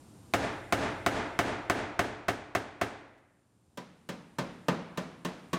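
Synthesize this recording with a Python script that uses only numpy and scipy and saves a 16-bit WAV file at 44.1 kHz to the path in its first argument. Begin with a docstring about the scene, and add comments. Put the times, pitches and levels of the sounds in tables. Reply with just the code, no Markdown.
"""Room rumble and a thin, singing hiss, then a hammer on the crumpled sheet metal of a car's wheel arch.
Nine hard blows land on one spot; a faint tick marks the change of grip; seven lighter knocks wander the edge.
Each stroke mixes dense noise bands (crash), damped sines (clang, knock, body ringing) and a steel tick.
A swelling noise wash is the repair workshop's answer. A gain control ducks the loud blows, a soft
clipper rounds their peaks, and a low-pass trims the top."""
import sys
import numpy as np
from scipy import signal
from scipy.fft import rfft, irfft
from scipy.io import wavfile
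from scipy.ndimage import uniform_filter1d, minimum_filter1d

SR = 44100
rng = np.random.default_rng(int(sys.argv[2]) if len(sys.argv) > 2 else 0)


def master(y):
    """Save y as 16-bit WAV."""
    cut = np.clip(np.atleast_2d(y).T, -1, 1)
    pcm = np.round(cut * 32767)  # scale
    wavfile.write(sys.argv[1], SR, pcm.astype(np.int16))


N = 246210  # length of the scene [samples]
RING = np.arange(round(1.3 * SR)) / SR  # time since the stroke [s]
CUTOFF_HZ = 16100

# Levels inside a sound are relative: each sound is scaled to unit energy before it is mixed.
# Steady room rumble and microphone hiss: (frequency [Hz], relative density [dB per Hz])
FLOOR = [(20, -28), (50, -17), (85, -1), (150, -4.5), (300, -7), (500, -17), (1000, -20), (1900, -30.5),
         (4500, -31.5), (8200, -32), (9700, -28), (10700, -40), (12200, -40.5), (15500, -51)]
# Narrow bands that sing in the hiss: (centre [Hz], width [Hz], boost [dB])
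HISS_PEAKS = [(7330, 150, 8), (8600, 200, 4.5), (9750, 240, 0.5), (11800, 220, 12)]
# How long the workshop rings: (frequency [Hz], t60 [s])
WORKSHOP = [(50, 0.66), (250, 0.93), (900, 0.74), (1800, 0.94), (3500, 0.64), (6500, 0.58), (10000, 0.26),
            (15000, 0.19)]
# What the edge sends into the room: (frequency [Hz], relative density [dB per Hz])
EDGE_ECHO = [(25, -26), (55, -11), (110, -14.5), (180, 1.5), (300, -3.5), (480, -6.5), (700, -8.5),
             (1000, -9.5), (1600, -14.5), (2800, -19.5), (4500, -24), (7500, -32.5), (11000, -38),
             (15000, -45)]
# What the struck spot sends into the room: (frequency [Hz], relative density [dB per Hz])
SPOT_ECHO = [(25, -21), (55, -11), (110, -4), (180, -9.5), (300, -3.5), (480, -5.5), (700, -0.5),
             (1000, -6.5), (1600, -8.5), (2800, -16.5), (4500, -23.5), (7500, -27.5), (11000, -35),
             (15000, -43.5)]
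# Steel meeting steel in the first instant: (frequency [Hz], relative density [dB per Hz], t60 [s])
STEEL_TICK = [(816, -16, 0.016), (4030, 3.5, 0.011), (13900, -5, 0.005)]
# Crowd of small modes in the metal of the edge: (frequency [Hz], relative density [dB per Hz], t60 [s])
EDGE_CRASH = [(25, -27, 0.36), (74.5, -52, 0.13), (175, -1.5, 0.16), (300, -3.5, 0.38), (595, 2, 0.3),
              (890, -12.5, 0.42), (1480, -9, 0.24), (2880, -11.5, 0.11), (4700, -19, 0.12),
              (7600, -23, 0.091), (10400, -34.5, 0.064), (15000, -28, 0.03)]
# Crowd of small modes in the metal of the spot: (frequency [Hz], relative density [dB per Hz], t60 [s])
SPOT_CRASH = [(25, -25.5, 0.11), (58.4, -11.5, 0.081), (129, -2.5, 0.18), (294, -3, 0.31), (760, -1, 0.13),
              (930, -9.5, 0.053), (1560, -5.5, 0.21), (2630, -13.5, 0.11), (4320, -21, 0.12),
              (8000, -25.5, 0.088), (9740, -35, 0.19), (15000, -33, 0.09)]
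# Modes of the edge: (frequency [Hz], relative level [dB], t60 [s])
EDGE_MODES = [(137, -9.4, 0.17), (181, 0.0, 0.21), (219, -21.7, 0.23), (253, -8.3, 0.11), (343, -8.5, 0.12),
              (411, -15.7, 0.15), (481, -13.9, 0.13), (588, -9, 0.07), (904, -12.7, 0.09),
              (1004, -12.2, 0.14), (1078, -14.1, 0.14), (1160, -19.5, 0.14), (1211, -12.7, 0.08),
              (1558, -14, 0.08), (1773, -16.8, 0.14), (1816, -14.1, 0.09)]
# Long ringing that the edge knocks set off in the body shell: (frequency [Hz], relative level [dB], t60 [s])
ARCH_MODES = [(161, -3, 0.65), (176, 0, 0.65), (196, -3, 0.65), (227, -1, 0.65), (254, -5, 0.65),
              (261, -5, 0.65), (294, -6, 0.65), (487, -5, 0.65)]
# Modes of the struck spot: (frequency [Hz], relative level [dB], t60 [s])
SPOT_MODES = [(113, -3.7, 0.19), (174, -12.0, 0.17), (201, -18.6, 0.15), (274, -10.5, 0.12),
              (326, -4.9, 0.15), (394, -8.4, 0.18), (518, -12.6, 0.13), (563, -8.8, 0.15), (683, 0.0, 0.07),
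              (729, -2.4, 0.09), (804, -8.9, 0.14), (871, -9.2, 0.08), (925, -12.3, 0.14),
              (1088, -6.3, 0.07), (1212, -11.8, 0.11), (1268, -7.6, 0.11), (1316, -10.9, 0.13),
              (1394, -6.5, 0.07), (1602, -5.5, 0.1), (1773, -7.2, 0.09), (1836, -11.2, 0.1),
              (2068, -12, 0.06), (2571, -10.2, 0.04), (2713, -16.9, 0.07), (3092, -15, 0.06),
              (3700, -15, 0.05)]
# Long ringing that the hard blows set off in the body shell: (frequency [Hz], relative level [dB], t60 [s])
SHELL_MODES = [(51.1, -10.5, 0.79), (83, -9, 0.39), (92.6, -8.5, 0.99), (119.2, -6, 1.5), (270, -6.5, 0.71),
               (276.8, 4, 0.48), (294.5, -7.5, 1.7), (302.4, -2, 0.86), (357.3, -5, 0.91), (431, 4, 0.62),
               (544.5, 1.5, 0.86), (647, -5.5, 0.8), (705, -2, 0.8), (895, -3.5, 0.55)]
# Lighter knocks along the edge: (time [s], strength [dB], local clank [Hz], clank level in the mix [dB])
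KNOCKS = [(3.773, -28, 980, -8.5), (4.089, -25.5, 1140, -21.5), (4.3844, -20.5, 918, -18),
          (4.6833, -11, 1230, -16.5), (4.9737, -21.5, 622, -9), (5.2483, -24, 1070, -15),
          (5.5307, -23, 1125, -7)]
# Hard blows on one spot: (time [s], strength [dB])
BLOWS = [(0.3372, -13.5), (0.7243, -11.5), (1.063, -7), (1.390, -4), (1.6985, -0.5), (1.992, -2.5),
         (2.283, -6.5), (2.550, -6), (2.8130, -7.5)]

# A typical stroke: strength and colour [dB], colour shift per dB of extra strength, rise time [s]
EDGE_STROKE = dict(typical_db=-22.5, bass_db=1.5, treble_db=2.5, bass_per_db=-0.3, treble_per_db=-0.62,
                   rise_s=0.0013)
SPOT_STROKE = dict(typical_db=-6, bass_db=-0.5, treble_db=0.5, bass_per_db=-0.3, treble_per_db=-0.26,
                   rise_s=0.0002)


def amp(db):
    """Decibels to gain."""
    return 10 ** (np.asarray(db) / 20)


def unit(x):
    """Scales a sound to an energy of one."""
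    return x / np.sqrt(np.sum(x ** 2) + 1e-20)


def add(mix, start_s, sound):
    """Mixes a sound in place, trimmed at the end of the scene."""
    part = mix[round(start_s * SR):][:len(sound)]
    part += sound[:len(part)]


def lowpass(x, hz):
    """A gentle one-pole low-pass."""
    return signal.lfilter(*signal.butter(1, hz, fs=SR), x)


def decay(t, t60):
    """Exponential fade that drops 60 dB in t60 seconds."""
    return np.exp(-np.log(1000) * t / t60)


def dying_noise(bands, hold):
    """Noise whose overlapping bands hold for some seconds, then each die at their own speed."""
    centres, levels, t60s = np.transpose(bands)
    hz = np.fft.rfftfreq(len(RING), 1 / SR)
    noise = rfft(rng.standard_normal(len(RING)))
    out = 0
    for pick, db, t60 in zip(np.eye(len(bands)), levels, t60s):
        share = np.interp(np.log(hz + 1), np.log(centres), pick)  # crossfades between neighbouring bands
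        band = irfft(noise * share, len(RING))
        band = band * decay(np.maximum(RING - hold, 0), t60)
        bandwidth_gain = np.sqrt(share.sum())  # levels are per Hz, so wide bands carry more
        out = out + amp(db) * bandwidth_gain * unit(band)
    return unit(out)


def ringing(modes, build_cycles, scatter_db, detune, slow_hz=220):
    """Damped modes that build over a few cycles; each stroke weighs and bends them a little differently."""
    out = 0
    variations = rng.standard_normal((len(modes), 2))
    for k, ((hz, db, t60), (weight, bend)) in enumerate(zip(modes, variations)):
        t = RING[:round(1.5 * t60 * SR)]
        build_s = build_cycles / hz * (1 + (slow_hz / hz) ** 2)  # long bending waves spread slowly in the sheet
        envelope = (1 - np.exp(-t / build_s)) * decay(t, t60)
        mode = unit(envelope * np.sin(2 * np.pi * hz * (1 + detune * bend) * t))
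        polarity = (-1) ** k
        level = amp(db + scatter_db * weight)
        out = out + polarity * level * np.pad(mode, (0, len(RING) - len(t)))
    return unit(out)


def stroke(db, typical_db, bass_db, treble_db, bass_per_db, treble_per_db, rise_s):
    """A harder stroke favours the midrange: gives (strength [dB], bass [dB], treble [dB], rise [s])."""
    extra = db - typical_db
    return db, bass_db + bass_per_db * extra, treble_db + treble_per_db * extra, rise_s


def contact(sound, db, bass_db, treble_db, rise):
    """Strength and the way the hammer face lands set level, colour and attack."""
    sound = sound * (1 - np.exp(-RING / max(rise, 1 / SR)))
    sound = sound + (amp(bass_db) - 1) * lowpass(sound, 160)  # bass shelf
    sound = sound + (amp(treble_db) - 1) * (sound - lowpass(sound, 2600))  # treble shelf
    return amp(db) * np.sqrt(0.02 * SR) * sound  # strength is the rms of unit energy packed into 20 ms


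def room_floor(level_db=-55):
    """Steady noise: room rumble under the microphone's uneven hiss, with narrow resonant peaks."""
    hz = np.fft.rfftfreq(N, 1 / SR)
    points, levels = np.transpose(FLOOR)
    db = np.interp(np.log(hz + 1), np.log(points), levels)
    for centre, width, boost in HISS_PEAKS:
        db = db + boost / (1 + (2 * (hz - centre) / width) ** 2)
    noise = irfft(rfft(rng.standard_normal(N)) * amp(db), N)
    return amp(level_db) * np.sqrt(N) * unit(noise)  # level_db is the rms


def echo(colour, build=0.0018):
    """The diffuse wash that the workshop returns: dying noise that swells in over some milliseconds."""
    room_hz, room_t60 = np.transpose(WORKSHOP)
    bands = [(hz, db, np.interp(np.log(hz), np.log(room_hz), room_t60)) for hz, db in colour]
    swell = 1 - np.exp(-(RING / build) ** 2)
    return unit(dying_noise(bands, hold=0.0063) * swell)


def grip_change(start_s=3.173, db=-73, treble_db=24):
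    """One faint, bright tick of dying noise as the hammer is turned in the hand."""
    out = np.zeros(N)
    tick = dying_noise(EDGE_CRASH, hold=0.012)
    add(out, start_s, contact(tick, db, bass_db=0, treble_db=treble_db, rise=0.006))
    return out


def edge_knocks(lowest_hz=125, clank_t60=0.17):
    """The hammer wanders along the edge: a hollow knock, plus a clank that belongs to where it lands."""
    out = np.zeros(N)
    crash = dying_noise(EDGE_CRASH, hold=0.0054)
    wash = echo(EDGE_ECHO)
    low_cut = signal.butter(2, lowest_hz, "highpass", fs=SR)  # the knocks carry little deep bass
    for start_s, db, clank_hz, clank_db in KNOCKS:
        # much of the crash and wash is new at each place
        crash = unit(crash + 1.33 * dying_noise(EDGE_CRASH, hold=0.0022))
        wash = unit(wash + 2.04 * echo(EDGE_ECHO))
        knock = ringing(EDGE_MODES, build_cycles=0.69, scatter_db=1.5, detune=0.0082)
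        knock = signal.lfilter(*low_cut, knock)
        clank = ringing([(clank_hz, 0, clank_t60)], build_cycles=1.5, scatter_db=0, detune=0)
        drone = ringing(ARCH_MODES, build_cycles=6.2, scatter_db=2.5, detune=0.0033)
        tick = dying_noise(STEEL_TICK, hold=0)
        metal = amp(-4.5) * crash + amp(-1.5) * knock + amp(clank_db) * clank
        metal = metal + amp(-13) * drone + amp(-19) * tick
        add(out, start_s, contact(metal + amp(-7) * wash, *stroke(db, **EDGE_STROKE)))
    return out


def hard_blows():
    """The same spot gives nearly the same clang each time, and sets the whole shell ringing."""
    out = np.zeros(N)
    crash = dying_noise(SPOT_CRASH, hold=0.0063)
    wash = echo(SPOT_ECHO)
    for start_s, db in BLOWS:
        crash = unit(crash + 0.47 * dying_noise(SPOT_CRASH, hold=0.0044))  # each blow reshapes the dent a little
        wash = unit(wash + 0.53 * echo(SPOT_ECHO))
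        clang = ringing(SPOT_MODES, build_cycles=0.65, scatter_db=0.4, detune=0.0025)
        shell = ringing(SHELL_MODES, build_cycles=6.9, scatter_db=0.5, detune=0.00051)
        tick = dying_noise(STEEL_TICK, hold=0)
        metal = amp(-3.5) * crash + amp(-3) * clang + amp(-14) * shell + amp(-26) * tick
        add(out, start_s, contact(metal + amp(-7) * wash, *stroke(db, **SPOT_STROKE)))
    return out


def scene():
    """Both runs of hammering over the workshop floor noise, in mono."""
    return (room_floor() + grip_change() + edge_knocks() + hard_blows())[None]


def gain_cut(x, limit_db=-21.0, attack=0.0011, hold=0.028, release_db=160, creep_db=130, patience_db=14,
             recover_db=7.0, size=32):
    """Cut in dB: a limiter ducks peaks; repeated overload winds a slow stage down too (rates in dB a second)."""
    step = size / SR  # seconds per control step
    power = uniform_filter1d(x ** 2, size=3 * size)[::size]
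    excess = 10 * np.log10(abs(power) + 1e-12) - limit_db
    span = max(round(hold / step), 1)
    held = -minimum_filter1d(-excess, span, origin=(span - 1) // 2)  # keeps each peak for the hold time
    fast, strain, slow, cuts = 0, 0, 0, []
    for over in held.tolist():
        if over > fast:
            fast += (over - fast) * min(step / attack, 1)
        else:
            fast = max(fast - release_db * step, over, slow)
        creep = creep_db * min(max(over - slow, 0), 1)
        strain = max(strain + (creep - recover_db) * step, 0)
        slow = max(strain - patience_db, 0)  # acts only once strain exceeds the patience
        cuts.append(max(fast, slow))
    return np.interp(np.arange(N), np.arange(len(cuts)) * size, cuts)


def record(dry):
    """Gain control, then soft clipping of the peaks that slip through, then the band limit."""
    ducked = dry[0] / amp(gain_cut(dry[0]))
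    ceiling = 0.21  # full scale is 1
    clipped = ducked / (1 + (ducked / ceiling) ** 8) ** (1 / 8)
    band_limit = signal.firwin(301, CUTOFF_HZ, window=("kaiser", 9), fs=SR)
    return signal.oaconvolve(clipped, band_limit, "same")[None]


dry = scene()
out = record(dry)
master(out)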